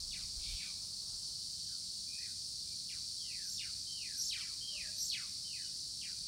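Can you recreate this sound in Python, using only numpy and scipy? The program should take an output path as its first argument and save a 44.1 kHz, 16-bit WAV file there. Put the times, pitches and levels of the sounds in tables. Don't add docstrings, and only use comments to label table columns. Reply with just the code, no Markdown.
import sys
import numpy as np
from scipy import signal
from scipy.fft import rfft, irfft
from scipy.io import wavfile

SR = 44100
rng = np.random.default_rng(int(sys.argv[2]) if len(sys.argv) > 2 else 0)


def unload_audio(sound):
    columns = np.transpose(np.atleast_2d(sound))
    steps = np.round(np.clip(columns, -1, 1) * 32767)
    wavfile.write(sys.argv[1], SR, steps.astype(np.int16))


N = 276507
TIME = np.arange(N) / SR


def from_db(db):
    return 10 ** (np.asarray(db) / 20)


def rms_one(x):
    return x / np.sqrt(np.mean(x ** 2) + 1e-20)


def along(curve, x):
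    return np.interp(x, *np.transpose(curve))


def clock(length_s):
    return np.arange(int(length_s * SR)) / SR


def drift(rate_hz):
    hz = np.fft.rfftfreq(N, 1 / SR)
    return rms_one(irfft(rfft(rng.standard_normal(N)) / (1 + (hz / rate_hz) ** 2), N))


def noise(colour):
    hz, db = np.transpose(colour)
    gain = from_db(np.interp(np.log(np.fft.rfftfreq(N, 1 / SR) + 1), np.log(hz), db))
    return rms_one(irfft(rfft(rng.standard_normal(N)) * gain, N))


def sing(calls, overtones_db, waver, waver_hz, flicker_db, fade_s=0.0044):
    out = np.zeros(N)
    quaver = 1 + waver * drift(waver_hz)
    flicker = flicker_db * drift(74)
    for start, hz, db in calls:
        t = np.arange(len(hz)) / SR
        phase = 2 * np.pi * np.cumsum(hz * np.interp(start + t, TIME, quaver)) / SR
        gate = np.sin(np.pi / 2 * np.clip(np.minimum(t, t[-1] - t) / fade_s, 0, 1)) ** 2
        overtones = sum(from_db(level) * np.sin(k * phase) for k, level in enumerate(overtones_db, 2))
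        gain = np.sqrt(2) * from_db(db + np.interp(start + t, TIME, flicker))
        voice = gain * gate * (np.sin(phase) + overtones)
        out += np.interp(TIME, start + t, voice, left=0, right=0)
    return out


# f/Hz, relative level/dB
AIR_COLOUR = [(15, -28), (28, -33), (42, -0.5), (75, -2.5), (140, -3.5), (210, -9.5), (310, -15.5),
              (500, -22.5), (900, -27), (2000, -29.5), (3500, -21), (12500, -25.5), (15500, -23.5)]
def air(level_db=-61):
    return from_db(level_db) * noise(AIR_COLOUR)


# f/Hz, level/dB
MOTOR_PARTIALS = [(93.2, -75), (124.3, -82), (186.2, -75), (279, -85.5)]
def motor(waver=0.00815, flicker_db=2.5):
    warped_time = np.cumsum(1 + waver * drift(3.4)) / SR
    return sum(np.sqrt(2) * from_db(db + flicker_db * drift(4)) * np.sin(2 * np.pi * hz * warped_time)
               for hz, db in MOTOR_PARTIALS)


# f/Hz, relative level/dB
FEATHER_COLOUR = [(200, -10), (550, 2), (1300, 1), (2500, -27), (6000, -21)]
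def feathers(until_s=1.3, release_s=0.18, level_db=-77, uneven_db=2.0):
    envelope = np.clip(1 - (TIME - until_s) / release_s, 0, 1)
    return envelope * from_db(level_db + uneven_db * drift(16)) * noise(FEATHER_COLOUR)


# f/Hz, relative level/dB
RUMBLE_COLOUR = [(15, -17), (30, 0), (45, 5), (90, -4), (140, -23), (300, -41)]
# peak t/s, half length/s, level/dB
AIR_PUFFS = [(0.006, 0.1, -51.5), (.23, 0.16, -58), (.39, 0.038, -48), (0.522, .042, -44.5),
             (1.14, 0.052, -57.5)]
def puffs():
    power = sum(from_db(db) ** 2 * np.exp(-2 * ((TIME - peak_s) / half_s) ** 2)
                for peak_s, half_s, db in AIR_PUFFS)
    return np.sqrt(power) * noise(RUMBLE_COLOUR)


def tymbal(clicks_hz, jitter):
    count = int(2 * clicks_hz * N / SR)
    gaps = np.abs(1 + jitter * rng.standard_normal(count)) / (clicks_hz * rng.uniform(.7, 1.3))
    hits = (np.cumsum(gaps) * SR).astype(int)
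    hits = hits[hits < N]
    return np.bincount(hits, rng.standard_normal(len(hits)), N)


def resonate(x, hz, width_hz):
    r = np.exp(-np.pi * width_hz / SR)
    stage = [1 - r, 0, r - 1, 1, -2 * r * np.cos(2 * np.pi * hz / SR), r * r]
    return signal.sosfilt([stage, stage], x + 1e-18)


# f/Hz, stage width/Hz, level/dB
CICADA_RESONANCES = [(4461, 934, -47), (4567, 450, -52.5), (5348, 980, -49.5), (6240, 1500, -57.5),
                     (7690, 2170, -56), (8690, 690, -58.5), (9240, 180, -64.5), (9690, 640, -61),
                     (10710, 700, -71)]
def cicadas(insects=14, wander_db=0.24, wander_hz=4, low_cut_hz=3200):
    chorus = 0
    for hz, width_hz, db in CICADA_RESONANCES:
        clicks = sum(tymbal(clicks_hz=420.2, jitter=.15) for _ in range(insects))
        chorus += from_db(db) * rms_one(resonate(clicks, hz, width_hz))
    chorus = signal.sosfilt(signal.butter(4, low_cut_hz, "high", fs=SR, output="sos"), chorus)
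    return chorus * from_db(wander_db * drift(wander_hz))


def honk(start_s=4.7, length_s=.22, first_hz=588, rise_hz=43.37, end_db=-78.5, swell_db=1):
    progress = clock(length_s) / length_s
    call = (start_s, first_hz + rise_hz * progress, end_db - swell_db * (1 - progress))
    return sing([call], overtones_db=[-7, -8], waver=0.018, waver_hz=170, flicker_db=5.0)


# t/s, length/s, first f/Hz, last f/Hz, level/dB
DISTANT_NOTES = [(.46, 0.064, 2340, 2650, -68), (.585, 0.093, 2510, 2320, -62.5),
                 (1.18, 0.587, 3096, 3115, -78.5), (2.076, 0.12, 2385, 2550, -65.5),
                 (2.182, 0.052, 1800, 2214, -67), (2.665, 0.054, 2420, 2360, -73),
                 (3.237, 0.071, 2020, 2020, -78), (5.617, 0.047, 3000, 2920, -66)]
def distant_birds():
    calls = [(start, first_hz + (last_hz - first_hz) * clock(length) / length, db)
             for start, length, first_hz, last_hz, db in DISTANT_NOTES]
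    return sing(calls, overtones_db=[-30], waver=0.02, waver_hz=170, flicker_db=-3.0)


# f/Hz, relative level/dB
RASP_COLOUR = [(1700, -47), (2300, 2.5), (2800, -4.5), (3600, 5.5), (4500, 0), (6000, -42)]
def churr(start_s=.38, attack_s=0.059, hold_s=0.15, release_s=0.15, level_db=-56.5):
    pulses_hz, depth = 72, 0.66
    phase = 2 * np.pi * np.cumsum(pulses_hz * (1 + 0.106 * drift(20))) / SR
    envelope = np.interp(TIME, np.cumsum([start_s, attack_s, hold_s, release_s]), [0, 1, 1, 0])
    return from_db(level_db) * envelope * noise(RASP_COLOUR) * (1 + depth * np.sin(phase))


# f/Hz, gain/dB
WHISTLE_GAIN = [(1450, -18), (1750, -8), (2150, -6), (2480, 4), (2800, -4.5), (3200, -1)]
# t/s, length/s, S-curve top f/Hz, S-curve floor f/Hz, steepest after/s,
# fall time constant/s, scoop depth/Hz, base level/dB
WHISTLE_CUES = [(3.182, 0.3, 3570, 1496, 0.12, 0.063, 42, -60.5),
                (3.867, 0.31, 3114, 1570, .17, 0.041, 65, -57.5),
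                (4.606, 0.27, 3226, 1517, .18, .043, 304, -53.5),
                (5.445, .225, 3110, 1463, 0.11, 0.037, 22, -59.5)]
def whistles(scoop_s=0.0257, break_hz=2280, half_step_hz=109.5, break_width_hz=64):
    calls = []
    for start, length, top_hz, floor_hz, steepest_s, fall_s, scoop_hz, db in WHISTLE_CUES:
        t = clock(length)
        hz = floor_hz + (top_hz - floor_hz) / (1 + np.exp((t - steepest_s) / fall_s))
        hz -= scoop_hz * np.exp(-t / scoop_s)
        hz += half_step_hz * np.tanh((hz - break_hz) / break_width_hz)
        calls.append((start, hz, db + along(WHISTLE_GAIN, hz)))
    return sing(calls, overtones_db=[-28], waver=0.018, waver_hz=200, flicker_db=1.5)


# t/s from its start, f/Hz, gain/dB
TWITTER_CONTOUR = [(0, 5700, -14), (.017, 6110, -9), (.035, 5716, -0.5), (.057, 5507, 1), (.064, 7310, -6),
                   (.08, 7650, -11.5), (.096, 7250, -6.5), (.104, 5510, -2), (0.126, 5320, -5)]
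# t/s, pitch ratio, base level/dB
TWITTER_CUES = [(3.44, .99, -46.5), (4.158, 0.99, -42.5), (4.96, 1.01, -43)]
def twitters():
    times, pitches, gains = np.transpose(sorted(map(tuple, TWITTER_CONTOUR)))
    t = clock(times[-1])
    hz, gain_db = np.interp(t, times, pitches), np.interp(t, times, gains)
    calls = [(start, ratio * hz, db + gain_db) for start, ratio, db in TWITTER_CUES]
    return sing(calls, overtones_db=[-13], waver=0.0198, waver_hz=300, flicker_db=2.5)


# f/Hz, gain/dB
PLUNGE_GAIN = [(950, -29.5), (1400, -17.5), (1900, -12), (2350, 0.5), (3000, -1.5), (4500, 10.5)]
# t/s, length/s, top f/Hz, resting f/Hz, fall time constant/s, base level/dB
PLUNGE_CUES = [(0.103, 0.18, 4590, 900, 0.042, -55), (0.173, 0.057, 4300, 1307, 0.041, -65),
               (0.598, 0.12, 2736, 1050, 0.032, -53.5), (1.685, 0.091, 1764, 1118, 0.051, -60),
               (2.219, 0.078, 2530, 1200, 0.046, -58), (2.885, 0.11, 3630, 869, 0.038, -56),
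               (3.576, 0.11, 4334, 1005, 0.042, -51), (4.296, 0.12, 4750, 792, 0.044, -47.5),
               (4.371, 0.18, 3820, 797, 0.063, -54.5), (5.097, 0.16, 4876, 827, 0.053, -46.5),
               (6.01, 0.099, 3500, 1013, 0.05, -54)]
def plunges():
    calls = []
    for start, length, top_hz, rest_hz, fall_s, db in PLUNGE_CUES:
        hz = rest_hz + (top_hz - rest_hz) * np.exp(-clock(length) / fall_s)
        calls.append((start, hz, db + along(PLUNGE_GAIN, hz)))
    return sing(calls, overtones_db=[-22, -22], waver=0.0536, waver_hz=345, flicker_db=0.0)


# delay/s, gain/dB
WALL_ECHOES = [(.0035, -12.5), (.0235, -0.5), (0.032, -3.5), (.049, -18)]
def walls(x, tail_db=-5, t60_s=0.62, build_s=0.028, high_cut_hz=6000):
    echoes = sum(from_db(db) * np.interp(TIME - delay, TIME, x, left=0) for delay, db in WALL_ECHOES)
    t = TIME[:SR]
    tail = rng.standard_normal(SR) * from_db(-60 * t / t60_s) * (1 - np.exp(-t / build_s))
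    tail = signal.sosfilt(signal.butter(1, high_cut_hz, fs=SR, output="sos"), tail / np.linalg.norm(tail))
    return x + echoes + from_db(tail_db) * signal.fftconvolve(x, tail)[:N]


def scene():
    bed = air() + motor() + cicadas()
    birds = whistles() + twitters() + plunges() + distant_birds() + honk() + churr()
    mono = bed + walls(birds) + feathers() + puffs()
    return np.array([mono, mono])


def record(dry, notch_hz=10420, notch_width_hz=420, high_cut_hz=15780):
    notched = signal.lfilter(*signal.iirnotch(notch_hz, notch_hz / notch_width_hz, fs=SR), dry)
    return signal.sosfilt(signal.ellip(12, .1, 70, high_cut_hz, fs=SR, output="sos"), notched)


dry = scene()
out = record(dry)
unload_audio(out)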